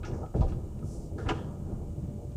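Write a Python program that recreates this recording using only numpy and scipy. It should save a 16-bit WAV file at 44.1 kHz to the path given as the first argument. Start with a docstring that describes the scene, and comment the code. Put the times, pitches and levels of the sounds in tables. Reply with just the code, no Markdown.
"""Inside a padded van cabin a powered sliding door starts to close. From the first moment rollers rumble along
the track as dense bumps in filtered noise, over microphone hiss and a faint drive-motor whine of wavering sines.
In the first half second catches and linkage knock and rattle as noise bursts through ringing door modes, with
short hard taps and soft jolts that swing the body modes. At 0.8 s something brushes by as band-passed noise.
A second cluster of knocks, taps and jolts peaks near 1.3 s; then a motor hum joins as the rumble rolls on."""
import sys
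import numpy as np
from scipy import signal
from scipy.fft import rfft, irfft
from scipy.io import wavfile
from scipy.ndimage import uniform_filter1d

SR = 44100
rng = np.random.default_rng(int(sys.argv[2]) if len(sys.argv) > 2 else 0)


def put_to_file(sound):
    """Save the sound as 16-bit audio at rate SR, in the file named by the first command-line argument."""
    columns = np.atleast_2d(sound).T  # one column per channel
    safe = np.clip(columns, -1, 1)
    whole_steps = np.round(safe * 32767)
    wavfile.write(sys.argv[1], SR, whole_steps.astype(np.int16))


def volts_from_db(level):
    """Convert decibel levels to linear amplitude ratios."""
    exponent = np.asarray(level, float) / 20
    return 10 ** exponent


N = 104208  # length in samples

# Microphone hiss spectrum. Each row: frequency in Hz, relative density in dB per Hz.
HISS_SPECTRUM = [(880, -34), (1500, -17), (2070, -7.5), (2310, 1), (2500, -6.5), (2980, 0), (3160, -4),
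                 (4540, -4), (5470, -2.5), (6780, 2.5), (8840, 1), (10400, -7.5), (15600, -7)]
HISS_DB = -69  # rms

# Drive-motor tones, the hum first, then the whine. Each row: frequency in Hz, level in dB rms, both wavering.
MOTOR_TONES = [(590, -61.5), (1195, -84.5), (2363, -91), (2945, -90)]
HUM_START_S = 1.35

# Soft brush: one swell of hiss.
BRUSH_START_S, BRUSH_RISE_S, BRUSH_HOLD_S, BRUSH_FALL_S = 0.835, 0.082, 0.057, 0.13
BRUSH_DB, BRUSH_FIRST_HZ, BRUSH_LAST_HZ = -61.5, 7300, 6450

# Resonances of the van body. Each row: frequency in Hz, level in dB, 60 dB decay time in seconds.
BODY_MODES = [(33, 3, .3), (58, 0, .2), (82, -1, .15), (130, -1, .1), (190, -7, .08)]

# Soft jolts. Each row: start in seconds, level in dB, push length in seconds, direction (1 or -1),
# peak of the after-swing in dB relative to the push.
JOLT_EVENTS = [(.008, -29, 0.0097, 1, -14), (0.087, -30.5, 0.0017, 1, -8), (0.127, -24, 0.006, -1, -33),
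               (.132, -24, .007, 1, -25), (.356, -25, 0.013, 1, -1), (.389, -23.5, 0.0068, -1, -25),
               (0.394, -20, 0.0075, 1, -20), (0.4081, -9.5, 0.0061, 1, -14), (.421, -20.5, .02, 1, -27),
               (0.447, -23, 0.0115, -1, -25), (0.459, -22, 0.018, 1, -15), (.523, -21.5, 0.0071, 1, -17.5),
               (1.257, -28, .008, 1, -18), (1.263, -26, .008, -1, -20), (1.27, -21, 0.0053, 1, -14),
               (1.277, -25.5, .005, 1, -9), (1.741, -35, 0.026, -1, -6)]

# Resonances of the door panels. Each row: frequency in Hz, level in dB, 60 dB decay time in seconds.
DOOR_MODES = [(339, 4.5, 0.063), (414, -2, .05), (494, 0.5, 0.057), (559, -4, .04), (658, -5.5, 0.043),
              (725, -2.5, 0.039), (816, 0, 0.042), (886, -4, 0.04), (1002, -6.5, 0.041), (1184, -7, .04),
              (1300, -6, .04), (1385, -5, .028), (1440, -5, .035), (1600, -8, .035), (1790, -8, .035),
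              (2096, -15, .03), (2340, -10.5, .03), (2440, -10, 0.034), (2873, -10, .03), (3200, -14, .02)]

# Single hard taps. Each row: start in seconds, level in dB, contact time in seconds, direction (1 or -1).
TAP_EVENTS = [(.2068, -31, .0016, 1), (.2107, -33, .0016, 1), (.2165, -32, .0013, 1),
              (.2203, -33, .0012, -1), (.2285, -31.5, .0014, -1), (.2375, -33, .0013, 1),
              (.342, -36, .0008, 1), (.3555, -27, .002, -1), (.364, -27, .0018, -1),
              (.4415, -27, .0016, -1), (.522, -34, .001, -1), (.7915, -50, .0003, 1),
              (1.1785, -40, .0009, 1), (1.2925, -22, .0005, -1), (1.2972, -18, .0005, 1),
              (1.3085, -22, .0014, 1), (1.3115, -24, .0014, 1)]
TAP_RING_DB = -8  # peak of the ringing relative to the push

# Knocks and rattles. Each row: start in seconds, level in dB, rise in seconds, fade in seconds,
# low edge of the contact band in Hz, high edge in Hz.
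KNOCK_EVENTS = [(.03, -51, 0.0015, 0.018, 1800, 3500), (0.046, -51.5, 0.0043, 0.031, 4830, 6500),
                (.045, -46.5, 0.0048, 0.028, 700, 3160), (.113, -56, 0.00083, 0.0044, 710, 4000),
                (0.121, -64.5, 0.022, 0.086, 4900, 7100), (.128, -51.5, 0.0033, 0.038, 330, 1620),
                (.204, -41, 0.004, 0.024, 420, 620), (.222, -42, 0.006, 0.013, 650, 850),
                (.212, -58, .003, .01, 1150, 1310), (.225, -48.5, 0.0064, 0.019, 1250, 1350),
                (.2615, -53, 0.0004, 0.0008, 1500, 3500), (1.179, -44, .008, .016, 1340, 1520),
                (.031, -41, .002, .007, 1320, 1500), (.339, -40, .001, 0.007, 600, 930),
                (.340, -53, 0.0013, 0.013, 1210, 1630), (.347, -36, 0.0068, .02, 246, 510),
                (0.357, -61.5, 0.002, 0.075, 1600, 8000), (.408, -35.5, 0.011, 0.0086, 540, 880),
                (.43, -39, .003, .007, 610, 890), (.405, -48, 0.0051, 0.021, 1120, 1260),
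                (.418, -43.5, .004, 0.0092, 830, 990), (0.407, -54, 0.0018, 0.03, 2040, 5600),
                (.436, -35, 0.005, 0.007, 380, 615), (0.44, -44, 0.0035, 0.0093, 526, 640),
                (.461, -61, 0.00067, 0.0038, 1530, 3400), (.478, -59, 0.0016, 0.05, 1000, 7400),
                (.521, -46.5, 0.00088, 0.01, 415, 1230), (0.52, -59.5, .001, 0.016, 2000, 3600),
                (.791, -61.5, 0.00027, 0.0022, 1220, 4930), (.823, -51.5, 0.0013, 0.0051, 1150, 1360),
                (0.78, -60, 0.0042, 0.012, 380, 1250), (1.176, -43, 0.01, 0.027, 300, 700),
                (1.177, -53, 0.004, 0.048, 1250, 1900), (1.18, -61, 0.0017, 0.16, 2700, 8200),
                (1.25, -42.5, 0.025, 0.022, 460, 1940), (1.286, -30, 0.006, 0.009, 710, 1100),
                (1.285, -27, 0.0042, 0.0045, 1280, 1530), (1.287, -34.5, 0.0042, 0.0095, 1550, 3220),
                (1.287, -31.5, 0.0056, 0.009, 2500, 3160), (1.292, -30, 0.01, 0.008, 295, 414),
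                (1.29, -34, .006, 0.011, 428, 560), (1.282, -43, 0.012, 0.014, 3800, 6900),
                (1.303, -32.5, 0.004, 0.01, 600, 1900), (1.326, -55, 0.029, 0.015, 2280, 3400),
                (1.33, -63, 0.027, 0.072, 3700, 7200), (1.36, -59, 0.02, 0.06, 2900, 3450),
                (1.334, -50.5, 0.0094, 0.042, 720, 1440), (1.35, -55, .03, 0.054, 1200, 1830),
                (2.318, -60.5, .0005, 0.0018, 1500, 6000)]
BARE_RATTLE_DB = -1.5
CABIN_T60_S, CABIN_DB = 0.37, -13.5  # diffuse tail behind every knock

# Rollers on the track. Each row: time in seconds, level of the bass above the deepest part in dB,
# panel noise in dB relative to it, deepest bass in dB relative to it.
ROLL_LEVELS = [(0, -42.5, -9, 3), (0.099, -38.5, -5, -6), (.22, -38, -4, -15), (.29, -43, -11, -2.5),
               (0.336, -50, -7, 0), (0.351, -27, -6, -14), (.46, -36, -7, -5), (.6, -37.5, -10, 0),
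               (.72, -40, -10, 0), (0.822, -36.5, -14.5, -12), (1.0, -40.5, -8.5, 2.5),
               (1.07, -43.5, -5, -6), (1.16, -39, -8, -14), (1.19, -36, -5, -15), (1.36, -35, -10.5, -14),
               (1.5, -38, -9.5, -9), (1.62, -38.5, -13.5, -6), (1.72, -32, -14.5, -0.5),
               (1.82, -38.5, -10.5, -7), (1.95, -39.5, -9, -14), (2.05, -32, -21.5, -20),
               (2.14, -35.5, -14.5, -15), (2.22, -44, -2.5, -3), (2.36, -33.5, -19, -28)]
DEEP_HZ = 60.8  # where the deepest bass ends

# Body rumble spectrum. Each row: frequency in Hz, relative density in dB per Hz.
RUMBLE_SPECTRUM = [(13, -5), (22, -2), (70, 3.5), (135, -2.5), (153, 0.5), (171, -10.5), (204, -5),
                   (253, -19.5), (271, -51), (320, -35), (420, -53.5), (700, -120)]

# Panel noise spectrum. Each row: frequency in Hz, relative density in dB per Hz.
PANEL_SPECTRUM = [(150, -26.5), (250, -1.5), (269, -3.5), (335, 6), (366, -0.5), (508, -3.5), (550, -8.5),
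                  (580, -3.5), (625, -9.5), (700, -10), (760, -15), (812, -11.5), (860, -18.5), (1200, -37),
                  (2200, -69), (2860, -49), (4840, -120)]

# Level of the rollers' mid-range grind. Each row: time in seconds, level in dB rms.
GRIND_LEVELS = [(0, -64.5), (.15, -54.5), (.3, -65.5), (.5, -61), (.7, -66), (.85, -66.5), (1.0, -66.5),
                (1.16, -74.5), (1.2, -57), (1.4, -54), (1.5, -57.5), (1.6, -63), (1.73, -62), (1.85, -68),
                (2.0, -72.5), (2.36, -72.5)]

BUMPS_PER_S, BUMP_SPREAD_DB = 600, 1.5
BODY_SWING_DB = 4  # body-mode share relative to the direct rumble


def unit(x):
    """Scale to rms 1."""
    return x / np.sqrt(np.mean(x ** 2))


def colour(x, spectrum):
    """Filter by a (Hz, dB) spectrum, then scale to rms 1."""
    hz, db = np.array(spectrum, float).T
    f = np.maximum(np.fft.rfftfreq(len(x), 1 / SR), 1)
    gain = volts_from_db(np.interp(np.log(f), np.log(hz), db, left=-90, right=-90))
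    return unit(irfft(rfft(x) * gain, len(x)))


def band(x, low_hz, high_hz):
    """Gentle band-pass, kept at least a tenth of its low edge wide."""
    edges = [low_hz, max(high_hz, 1.1 * low_hz)]
    return signal.sosfilt(signal.butter(2, edges, "bandpass", fs=SR, output="sos"), x)


def ring(modes, length_s, weights):
    """Impulse response of a set of decaying modes."""
    t = np.arange(int(length_s * SR)) / SR
    return sum(w * volts_from_db(db) * np.sin(2 * np.pi * hz * t) * np.exp(-np.log(1000) * t / t60)
               for (hz, db, t60), w in zip(modes, weights))


def add(out, x, start_s):
    """Mix a sound in at its start time."""
    i = int(start_s * SR)
    out[i:i + len(x)] += x[:N - i]


def walk(rate):
    """Slow random wander of rms 1, from random steps drawn at a rate in Hz and smoothed twice."""
    k = int(SR / rate)
    steps = np.repeat(rng.standard_normal(N // k + 1), k)
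    return unit(uniform_filter1d(uniform_filter1d(steps, k), k)[:N])


def microphone_hiss():
    """Steady random noise with the microphone's own colour."""
    return volts_from_db(HISS_DB) * colour(rng.standard_normal(N), HISS_SPECTRUM)


def motor(t):
    """Sines share one wavering speed: a faint whine throughout, and a hum that joins later."""
    turn = np.cumsum(1 + 0.00682 * walk(2.1)) / SR
    hum, *whine = (volts_from_db(db + 2.5 * walk(6)) * np.sqrt(2) * np.sin(2 * np.pi * hz * turn)
                   for hz, db in MOTOR_TONES)
    fade_in = np.clip((t - HUM_START_S) / 0.065, 0, 1)
    return hum * fade_in + sum(whine)


def brush(t):
    """A short soft hiss that crossfades between two noise bands, so its centre sinks."""
    full = BRUSH_START_S + BRUSH_RISE_S
    fall = full + BRUSH_HOLD_S
    end = fall + BRUSH_FALL_S
    envelope = np.interp(t, [BRUSH_START_S, full, fall, end], [0, 1, 1, 0]) ** 0.43
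    mix = np.interp(t, [BRUSH_START_S, end], [0, 1])
    first, last = (unit(band(rng.standard_normal(N), hz / 1.36, hz * 1.28))
                   for hz in (BRUSH_FIRST_HZ, BRUSH_LAST_HZ))
    hiss = np.sqrt(1 - mix) * first + np.sqrt(mix) * last
    return volts_from_db(BRUSH_DB + walk(31.5)) * envelope * hiss


def jolts():
    """A soft push moves the cabin air and sets the body modes swinging."""
    out = np.zeros(N)
    body = ring(BODY_MODES, 0.5, [1 / hz for hz, _, _ in BODY_MODES])
    for start_s, db, push_s, direction, swing_db in JOLT_EVENTS:
        push = np.hanning(int(push_s * SR) + 2)
        swing = np.gradient(signal.fftconvolve(push, body))
        x = volts_from_db(swing_db) * swing / np.abs(swing[len(push):]).max()
        x[:len(push)] += (1 - x[len(push) // 2]) * push  # the sum reaches 1 mid-push
        add(out, np.sign(direction) * volts_from_db(db) * x, start_s)
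    return out


def taps():
    """A short push heard bare, while it sets the door modes ringing."""
    out = np.zeros(N)
    for start_s, db, contact_s, direction in TAP_EVENTS:
        push = np.hanning(int(contact_s * SR) + 3)
        weights = volts_from_db(3.8 * rng.standard_normal(len(DOOR_MODES)))
        rung = signal.fftconvolve(np.gradient(push), ring(DOOR_MODES, 0.15, weights))
        x = -volts_from_db(TAP_RING_DB) * rung / np.abs(rung).max()
        x[:len(push)] += push
        add(out, np.sign(direction) * volts_from_db(db) * x, start_s)
    return out


def knocks():
    """Each knock is a swelling, fading rattle of contacts, heard bare and through the door modes."""
    out = np.zeros(N)
    t = np.arange(SR // 2) / SR
    signs = (-1.) ** np.arange(len(DOOR_MODES))
    for start_s, db, rise_s, fade_s, low_hz, high_hz in KNOCK_EVENTS:
        noise, roughness = rng.standard_normal((2, len(t)))
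        envelope = np.minimum(t / rise_s, 1) * np.exp(-np.maximum(t - rise_s, 0) / fade_s)
        # the cabin answers brief knocks more weakly
        tail = volts_from_db(CABIN_DB) * np.sqrt(min(fade_s / 0.014, 1)) * volts_from_db(-60 * t / CABIN_T60_S)
        tail = tail * np.minimum(t / (rise_s + fade_s), 1)
        contacts = noise * ((0.5 + np.abs(roughness)) * envelope + tail)
        rattle = band(band(contacts, low_hz, high_hz), low_hz / 2, high_hz * 1.4)
        # every contact point weighs the modes a little differently
        weights = signs * volts_from_db(rng.standard_normal(len(DOOR_MODES)))
        rung = signal.fftconvolve(rattle, ring(DOOR_MODES, 0.15, weights))[:len(t)]
        share = np.clip(1.3 - low_hz / 2000, 0, 1)  # high contacts hardly ring the panels
        x = share * rung / np.linalg.norm(rung)
        x = x + volts_from_db(BARE_RATTLE_DB) * rattle / np.linalg.norm(rattle)
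        energy_gain = np.sqrt(np.sum(envelope ** 2))  # longer knocks carry more energy
        add(out, volts_from_db(db) * energy_gain * x, start_s)
    return out


def roller_grind(t):
    """Mid-range noise of the rollers, heard bare and through the door modes."""
    noise = band(band(rng.standard_normal(N), 590, 1207), 740, 1600)
    modes = ring(DOOR_MODES, 0.15, (-1.) ** np.arange(len(DOOR_MODES)))
    rung = signal.fftconvolve(noise, modes)[:N]
    level_db = np.interp(t, *np.array(GRIND_LEVELS).T)
    return unit(unit(noise) + volts_from_db(-4.5) * unit(rung)) * volts_from_db(level_db)


def rollers(t):
    """Dense small bumps shake the body, noise swings its modes, and both excite the panels."""
    time_s, db, panel_db, deep_db = np.array(ROLL_LEVELS).T

    def level(relative_db):
        return volts_from_db(np.interp(t, time_s, db + relative_db))

    chance, side, size = rng.random((3, N))
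    bumps = (chance < BUMPS_PER_S / SR) * np.sign(side - 0.5) * volts_from_db(-BUMP_SPREAD_DB * np.log(size + 1e-9))
    body = ring(BODY_MODES, 0.5, np.ones(len(BODY_MODES)))
    swing = signal.fftconvolve(rng.standard_normal(N), body)[:N]
    low = colour(bumps, RUMBLE_SPECTRUM) + volts_from_db(BODY_SWING_DB) * unit(swing)
    deep = signal.sosfiltfilt(signal.butter(3, DEEP_HZ, fs=SR, output="sos"), low)
    rumble = unit(low - deep) * level(0) + unit(deep) * level(deep_db)
    panel = colour(unit(bumps) * 0.99 + rng.standard_normal(N), PANEL_SPECTRUM)
    panel = panel * level(panel_db) * volts_from_db(1.4 * walk(24.61))  # the panel noise flutters
    return rumble + panel + roller_grind(t)


def scene():
    """Mix the door, its motor, the brush and the hiss to one channel."""
    t = np.arange(N) / SR
    background = microphone_hiss() + motor(t) + brush(t)
    door = jolts() + taps() + knocks() + rollers(t)
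    return (background + door)[None]


def roll_off(x):
    """The treble ends steeply here."""
    return signal.sosfilt(signal.butter(12, 16210, fs=SR, output="sos"), x)


def record(dry):
    """The microphone drops the deepest bass, below 20 Hz."""
    mix = signal.sosfilt(signal.butter(2, 20, "highpass", fs=SR, output="sos"), dry)
    return roll_off(mix)


dry = scene()
out = record(dry)
put_to_file(out)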